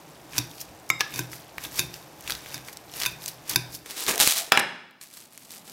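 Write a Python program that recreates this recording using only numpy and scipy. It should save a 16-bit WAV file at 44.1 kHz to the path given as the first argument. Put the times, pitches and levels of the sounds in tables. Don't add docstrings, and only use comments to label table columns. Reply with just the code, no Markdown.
import sys
import numpy as np
from scipy import signal
from scipy.fft import rfft, irfft
from scipy.io import wavfile
from scipy.ndimage import uniform_filter1d

SR = 44100
rng = np.random.default_rng(int(sys.argv[2]) if len(sys.argv) > 2 else 0)


def file_out(sig):
    cols = np.atleast_2d(sig).T
    lim = np.clip(cols, -1, 1)
    pcm = np.round(lim * 32767).astype(np.int16)
    wavfile.write(sys.argv[1], SR, pcm)


N = 252252
T = np.arange(N) / SR
AGE = T[:SR]

# frequency_hz, level_db
AIR_TONE = [(20, -34), (60, -7), (150, 1), (240, -9.5), (330, -5), (450, 0), (800, 2), (1300, -6.5),
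            (4000, -18), (8000, -22), (16000, -37)]
FAINT_TONE = [(20, -44), (45, -31), (90, -15), (210, -3), (400, -11.5), (800, -10.5), (1700, -21),
              (4000, -22), (8000, -35), (16000, -33)]
ROOM_TONE = [(60, -22), (170, 1), (400, -3.5), (780, -2), (1300, -4), (1800, -1.5), (2500, -8), (3500, -7),
             (5000, -6.5), (7000, -13.5), (11000, -8.5), (16000, -18)]
# time_s, level_db
FAINT_LEVELS = [(3.8, -73), (4.9, -64), (5.25, -58.5), (5.45, -56.5), (5.72, -50)]
# frequency_hz, t60_s
ROOM_T60 = [(150, 0.97), (700, 0.69), (2000, 0.75), (4000, 0.79), (8000, 0.61), (14000, 0.39)]

# start_s, peel_db, rumble_db, hold_s
TUGS = [(3.9, -38.5, -48, 0.012), (3.971, -33.5, -48, 0.075), (4.084, -22.5, -29, 0.016),
        (4.138, -38.5, -35.5, 0.0087), (4.21, -15, -30, 0.0063), (4.256, -22, -53, 0.064),
        (4.366, -25, -64, .025)]
# peak_s, level_db
SPINS = [(4.21, -36), (4.419, -43)]
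# start_s, level_db, rise_s, hold_s
RUSTLES = [(5.015, -43, 0.0037, .005), (5.141, -48, 0.041, 0.083), (5.326, -51.5, .015, 0.0088),
           (5.427, -49, 0.049, 0.0089), (5.517, -44, .025, 0.043), (5.67, -47, .015, 0.03)]
# start_s, level_db
CREASES = [(3.861, -35), (3.909, -30), (4.006, -26), (4.039, -27), (4.0655, -22), (4.111, -22),
           (4.158, -22), (4.179, -18), (4.195, -22), (4.2011, -7), (4.2055, -14), (4.2355, -17),
           (4.2748, -7), (4.3095, -17), (4.3798, -20), (4.5935, -20), (4.598, -19), (4.910, -52),
           (5.0132, -37), (5.139, -42), (5.1715, -36), (5.175, -38), (5.3769, -34), (5.507, -35),
           (5.6977, -36)]
SNAPS = [(4.5209, -3.5), (4.574, -4.5)]
# frequency_hz, level_db
PEEL_TONE = [(120, -40), (200, -30), (328, -25.5), (366, -17), (409, -23), (696, -8.5), (1910, -6),
             (3760, 0), (4430, -1), (7270, -2), (10500, -4), (14600, -7.5), (16000, -13)]
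ROLL_TONE = [(100, -11), (240, -3), (440, 2.5), (600, -2.5), (1400, -4), (2500, -3), (6000, -48.5)]
SPIN_TONE = [(450, -42), (640, -14.5), (700, -7), (770, -17), (1100, -43)]
CREASE_TONE = [(100, -10), (1000, -5), (3500, 1), (8000, 1.5), (13000, -0.5), (16000, -8.5)]
SNAP_TONE = [(50, -29), (130, -21), (250, -14), (500, -7), (850, -1.5), (1200, -1.5), (1650, 1.5),
             (2400, 0), (3300, -2.5), (4500, -9.5), (7000, -12), (11000, -18), (16000, -24)]

# peak_s, level_db, rumble_db
ROCKS = [(.39, -43.5, -45), (.71, -53, -52.5), (1.17, -41.5, -64), (1.29, -56, -60), (1.67, -47, -52),
         (1.85, -44.5, -52), (2.32, -51, -47), (2.56, -50, -65), (3.13, -50, -53), (3.53, -48, -59),
         (3.68, -59, -54)]
# peak_s, squelch_db, treble_db, rise_s, release_s
STROKES = [(0.371, -34, -40, 0.029, 0.04), (.6, -66, -48, 0.12, 0.048), (1.18, -39, -39, 0.058, 0.041),
           (1.335, -47.5, -41.5, 0.02, 0.046), (1.649, -38, -40, 0.035, 0.021),
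           (1.783, -37.5, -33.5, 0.04, 0.039), (1.95, -48.5, -48.5, 0.045, 0.073),
           (2.305, -37, -41, 0.048, 0.06), (2.54, -42.5, -44.5, 0.11, 0.046),
           (2.68, -46, -45, 0.025, 0.031), (2.965, -41.5, -40, .025, 0.038),
           (3.03, -34.5, -35, 0.049, 0.048), (3.235, -46, -41, 0.022, 0.031),
           (3.285, -47, -42.5, 0.021, 0.037), (3.508, -34, -34, 0.021, 0.052),
           (3.748, -53, -38.5, .025, 0.021)]
# start_s, level_db, pitch_hz
POPS = [(0.3337, -33, 2280), (0.5135, -37.5, 4630), (0.582, -38, 4560), (1.3318, -31, 1693),
        (1.582, -22.5, 2000), (1.721, -39.5, 1850), (1.9413, -29, 5410), (2.208, -36.5, 9000),
        (2.2767, -24.5, 2740), (2.298, -22, 1780), (2.3053, -20.5, 3050), (2.3211, -20.5, 4050),
        (2.3515, -27, 4400), (2.4607, -34, 2293), (2.5789, -33.5, 2210), (2.685, -32.5, 2150),
        (2.7712, -30, 4970), (2.938, -32.5, 3950), (3.02, -21, 3700), (3.0158, -22.5, 2760),
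        (3.034, -20, 3450), (3.0529, -21, 2640), (3.26, -22.5, 6240)]
# start_s, level_db, pitch_hz, thump_db, ring_db
CLINKS = [(0.3806, -13.5, 5030, -33, -33.5), (0.3867, -19, 5600, -36, -43), (1.139, -32, 5000, -51, -37.5),
          (1.1596, -27, 6000, -41, -44), (1.1915, -20.5, 1200, -33.5, -38), (1.789, -22, 3400, -46, -43),
          (1.793, -12, 4870, -31.5, -32), (1.8, -22.5, 3600, -36.5, -40), (2.543, -26.5, 4500, -44, -42.5),
          (3.0605, -17.5, 2800, -44, -30), (3.065, -21, 2600, -51, -35.5), (3.559, -9.5, 3500, -30, -31.5)]
# start_s, level_db
SPURTS = [(.603, -35), (.612, -28.5), (1.317, -36.5), (1.638, -31), (1.756, -34), (2.306, -26.5),
          (2.727, -38), (3.001, -23.5), (3.2795, -25.5), (3.4943, -22), (3.748, -32)]
KNOCKS = [(0.901, -7.5)]
GRAZES = [(0.891, -35), (.9945, -40), (1.013, -35)]
CLACKS = [(1.002, -29), (1.0072, -11)]
# frequency_hz, level_db
ROCKING_TONE = [(30, -35), (85, -34), (122, -2), (160, -4), (220, -13), (320, -5), (500, -22.5),
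                (1500, -44)]
RUMBLE_TONE = [(20, -28.5), (45, -13), (62, 3), (90, -4), (200, -37.5), (600, -70)]
CLACK_TONE = [(88, -66), (150, -40), (821, -7.5), (979, -14.5), (1210, -1.5), (1420, -12), (1690, 2),
              (2020, -21), (2220, -8), (5790, -12.5), (7040, -21), (8730, -26), (13200, -31), (14500, -22),
              (16000, -38)]
PULP_TONE = [(300, 0), (900, 1), (2400, 4.5), (5000, -4), (7000, -2.5), (10000, -9), (16000, -58.5)]
JUICE_TONE = [(800, -25), (2500, -6.5), (5500, 4.5), (8000, -2), (13500, 1.5), (16000, -5.5)]
CLINK_TONE = [(200, -0.5), (700, -6.5), (1500, -10.5), (2500, -18.5), (4800, 9.5), (6300, 12.5),
              (8000, 3.5), (11000, 6.5), (16000, 4.5)]
POP_SKIRTS_DB = [-16.5, -9., -12, -18.5]
CONTACT_SKIRTS_DB = [-8.5, -1, -4, -5]

# frequency_hz, level_db, t60_s
DISH_MODES = [(1000, -3, 0.26), (1537, -0.5, 0.12), (2283, -11, 0.31), (2467, -3, 0.27), (2599, -5, 0.21),
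              (3597, -1, 0.22), (3736, -1.5, 0.18), (4660, -6.5, 0.1), (4880, -3, 0.072), (5630, -16, 0.46),
              (6190, -3.5, 0.083), (6180, -6.5, 0.17), (7450, -9, 0.19), (10020, -1, 0.16),
              (10660, -10.5, 0.147), (12600, -3, .12), (13880, 1.5, 0.067)]
SIDE_WALL_MODES = [(1030, -12, 0.33), (1380, -7, .15), (2104, -1, 0.41), (3740, -7, 0.85), (5000, -9, 0.19),
                   (5100, -11, 0.53), (6568, -27, 0.27), (7560, -6, 0.24)]
TABLE_MODES = [(59, -20, 0.45), (122.3, -2.5, 0.35), (163, -7.5, 0.31), (193, -14, 0.07), (299.5, -3, 0.11),
               (352.8, -2, 0.12)]
WIRE_MODES = [(557, -9, 0.024), (1062, -2, 0.034), (1306, -2, 0.059), (2203, 9.5, 0.027), (2261, 10, 0.027),
              (3630, 0, 0.028), (5590, -2.5, 0.018), (6300, 6.5, 0.011), (6670, -0.5, 0.025),
              (7750, -9, 0.031), (10550, 10, 0.0035), (12100, 0, 0.012), (13600, 3.5, 0.014)]
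BOX_MODES = [(120, -12, .04), (240, -13, .04), (380, -9, .05), (520, -8, .04), (797, -2, .05),
             (1165, -2, .05), (1360, -2, .04), (1756, -1, .05), (2193, 0, .025), (2600, -1, .025),
             (2954, -1, .03), (3371, -2, .04), (3976, -7, .03), (4842, -8, .03)]

GRAIN_HZ, GRAIN_SKIRT_DB = (2200, 4500, 8200, 13400), -10
MASHING_ENDS_S, MASHING_FADE_S = 3.85, 0.022
ROLL_START_S, ROLL_STOP_S = 3.86, 4.5


def undb(db):
    return 10 ** (np.asarray(db) / 20)


def unit(x):
    return x / np.sqrt(np.mean(x ** 2))


def blow(x):
    return x / np.sqrt(uniform_filter1d(x ** 2, size=88).max())


def add(out, s, x):
    i = int(s * SR)
    out[i:i + len(x)] += x[:N - i]


def fade(t60):
    return np.exp(-np.log(1000) * AGE / t60)


def burst(t60):
    return rng.standard_normal(SR) * fade(t60)


def swell(s, rise_s, hold_s, release_s):
    growth = np.minimum(T - s, 0) / max(rise_s, 1e-3)
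    decay = np.maximum(T - s - hold_s, 0) / max(release_s, 1e-3)
    return np.exp(growth - decay)


def together(envelopes):
    return np.sqrt(sum(e ** 2 for e in envelopes))


def colour(x, tone, size=4096):
    hz, db = np.transpose(tone)
    log_hz = np.log(np.arange(size // 2 + 1) * SR / size + 1)
    log_gain = np.log(undb(np.interp(log_hz, np.log(hz), db)))
    cepstrum = irfft(log_gain)[:size // 2]
    cepstrum[1:] *= 2
    return signal.fftconvolve(x, irfft(np.exp(rfft(cepstrum, size))))[:len(x)]


def noise(tone):
    return unit(colour(rng.standard_normal(N), tone))


def peak(hz, skirts_db):
    return list(zip(hz * 2. ** np.arange(-2, 3), np.insert(skirts_db, 2, 0)))


def ring(modes, scatter_db, detune):
    return sum(undb(db + scatter_db * rng.standard_normal()) * fade(t60) * rng.choice([-1, 1])
               * np.sin(2 * np.pi * hz * (1 + detune * rng.standard_normal()) * AGE)
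               for hz, db, t60 in modes)


def crackle(per_s, spread_db):
    size = undb(spread_db * np.minimum(rng.exponential(size=N), 4))
    clicks = (rng.random(N) < per_s / SR) * size * rng.choice([-1, 1], N)
    return clicks / np.sqrt(uniform_filter1d(clicks ** 2, size=3000).clip(1e-3))


def grains(per_s, spread_db, tone):
    low_pass = [(GRAIN_HZ[0] / 2, 0), (GRAIN_HZ[0], GRAIN_SKIRT_DB)]
    clicks = colour(crackle(per_s, spread_db), low_pass, size=256)
    for hz in GRAIN_HZ:
        band = [(hz / 2, GRAIN_SKIRT_DB), (hz, 0), (hz * 2, GRAIN_SKIRT_DB)]
        clicks += colour(crackle(per_s / len(GRAIN_HZ), spread_db), band, size=256)
    return unit(colour(clicks, tone))


def room_rush():
    air = undb(-51) * swell(0, 0, hold_s=3.714, release_s=0.18)
    faint = undb(np.interp(T, *np.transpose(FAINT_LEVELS)))
    return air * noise(AIR_TONE) + faint * noise(FAINT_TONE)


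def kitchen_echo(x):
    hz, t60 = np.transpose(ROOM_T60)
    spectrum = rfft(rng.standard_normal(SR))
    log_hz = np.log(np.arange(SR // 2 + 1) + 1)
    tail = sum(irfft(spectrum * np.interp(log_hz, np.log(hz), band), SR) * fade(t)
               for band, t in zip(np.eye(len(hz)), t60))
    tail = colour(tail * (1 - fade(0.0098)) * (1 + 2 * fade(0.3)), ROOM_TONE)
    return signal.fftconvolve(x, tail / np.sqrt(np.sum(tail ** 2)))[:N]


def rocking_dish():
    hand_weight = undb([[-55.5], [-71.5]]) * swell(0, 0, MASHING_ENDS_S, MASHING_FADE_S)
    pushes = [undb([[db], [rumble_db]]) * swell(s, 0.038, 0, 0.056) for s, db, rumble_db in ROCKS]
    rocking, rumble = together([hand_weight] + pushes)
    return rocking * noise(ROCKING_TONE) + rumble * noise(RUMBLE_TONE)


def crinkling_sheet():
    flex = together(undb(db) * swell(s, rise, hold, release_s=0.046) for s, db, rise, hold in RUSTLES)
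    out = flex * grains(5000, 5.8, CREASE_TONE)
    for s, db in CREASES:
        add(out, s, undb(db + 1) * blow(colour(burst(0.003) + 0.12 * burst(0.025), CREASE_TONE)))
    return out


def unrolling_film():
    drag = undb([[-46.5], [-51.5]]) * swell(ROLL_START_S, 0.0074, ROLL_STOP_S - ROLL_START_S, 0.0042)
    tugs = [undb([[db], [rumble_db]]) * swell(s, 0.009, hold, 0.03) for s, db, rumble_db, hold in TUGS]
    peel, rumble = together([drag] + tugs)
    spin = together(undb(db) * swell(s, 0.049, 0, 0.034) for s, db in SPINS)
    return (peel * unit(colour(crackle(9000, 4.7), PEEL_TONE))
            + undb(2) * rumble * unit(colour(crackle(1500, 1.6), ROLL_TONE))
            + spin * noise(SPIN_TONE))


def cutter():
    out = np.zeros(N)
    for s, db in SNAPS:
        crack = blow(colour(burst(0.0088) + 0.14 * burst(0.033), SNAP_TONE))
        box = blow(ring(BOX_MODES, 1, 0.00089))
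        add(out, s, undb(db) * (crack + undb(-10.5) * box))
        out += undb(db - 22) * swell(s, 0.0023, 0, 0.0011) * noise(SNAP_TONE)
    return out


def dropping_dish():
    out = np.zeros(N)
    for s, db in CLACKS:
        impact = burst(0.0041) + 0.44 * burst(0.032) + 0.031 * burst(0.31)
        add(out, s, undb(db) * blow(colour(impact, CLACK_TONE)))
        add(out, s, undb(db - 15) * ring([(1696, 0, 0.09)], 0.4, 0.0018))
    return out


def pops_and_spurts():
    out = np.zeros(N)
    for s, db, hz in POPS:
        cavity = peak(hz, POP_SKIRTS_DB)
        add(out, s, undb(db) * blow(colour(burst(0.0081) + 0.08 * burst(0.071), cavity)))
    for s, db in SPURTS:
        spray = burst(0.051) * undb(7 * rng.standard_normal(SR))
        add(out, s, undb(db) * blow(colour(spray, JUICE_TONE)))
    return out


def bubbles(effort, per_s=72, low_hz=2490, high_hz=13000):
    out, age = np.zeros(N), AGE[:400]
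    for when, pitch, size in rng.random((int(per_s * MASHING_ENDS_S), 3)):
        s = when * MASHING_ENDS_S
        hz = low_hz * (high_hz / low_hz) ** pitch
        tick = np.sin(2 * np.pi * hz * age) * np.exp(-hz * age / 2.9)
        add(out, s, undb(-2 + 22 * size) * effort[int(s * SR)] * tick)
    return out


def squelching_pulp():
    seep = undb([[-58], [-59.5]]) * swell(0, 0, MASHING_ENDS_S, MASHING_FADE_S)
    strokes = [undb([[db], [treble_db]]) * swell(s, rise, 0.0035, release)
               for s, db, treble_db, rise, release in STROKES]
    body, treble = together([seep] + strokes)
    pulp = undb(-2.5) * body * unit(colour(crackle(2200, 3.15), PULP_TONE))
    juice = undb(0.5) * treble * grains(3200, 4.7, JUICE_TONE)
    ticks = bubbles(np.sqrt(body * treble))
    dish = signal.fftconvolve(crackle(3000, 6.3), ring(DISH_MODES, 0.9, 0.0029) * fade(0.047))[:N]
    return pulp + juice + ticks + undb(-9) * body * unit(dish)


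def whisk_on_wall():
    out = np.zeros(N)
    for s, db in KNOCKS:
        wires = ring(WIRE_MODES, 0.29, 0.0012) * (1 - fade(0.0039))
        wall = ring(SIDE_WALL_MODES, 0.55, 0.00185) + 0.5 * ring(SIDE_WALL_MODES, 0.6, 0.0053)
        pulp = colour(burst(0.022), PULP_TONE)
        table = ring(TABLE_MODES, 0.9, 0.0072)
        for part, gain_db in (wires, -3.5), (wall, -23), (pulp, -15), (table, -29.5):
            add(out, s, undb(db + gain_db) * blow(part))
    for s, db in GRAZES:
        add(out, s, undb(db) * blow(colour(burst(0.031), CLINK_TONE)))
    return out


def whisk_on_bottom():
    out = np.zeros(N)
    for s, db, hz, thump_db, ring_db in CLINKS:
        contact = peak(hz, CONTACT_SKIRTS_DB)
        chatter = blow(colour(burst(0.016), CLINK_TONE))
        strike = blow(ring(DISH_MODES, 1, 0.0065) * fade(0.027))
        lingering = ring(DISH_MODES, 0.93, 0.00304) + 0.5 * ring(DISH_MODES, 1, 0.0089)
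        clink = (strike + undb(1.5) * chatter) * (1 - fade(0.0013))
        thump = blow(ring(TABLE_MODES, 0.4, 0.023)) * (1 - fade(0.018))
        add(out, s, undb(db) * blow(colour(clink, contact)))
        add(out, s, undb(ring_db + 2) * blow(colour(lingering, contact)))
        add(out, s, undb(thump_db + 4.5) * thump)
    return out


def scene():
    mashing = whisk_on_bottom() + whisk_on_wall() + dropping_dish()
    mashing += pops_and_spurts() + squelching_pulp() + rocking_dish()
    film = unrolling_film() + crinkling_sheet()
    snaps = cutter()
    echo = kitchen_echo(undb(-15.5) * mashing + undb(-19) * film + undb(-8) * snaps)
    return (mashing + film + snaps + echo + room_rush())[None]


def record(dry):
    low_pass = signal.ellip(10, 0.2, 70, 15800, fs=SR, output="sos")
    return signal.sosfilt(low_pass, np.clip(dry, -1, 1))


dry = scene()
out = record(dry)
file_out(out)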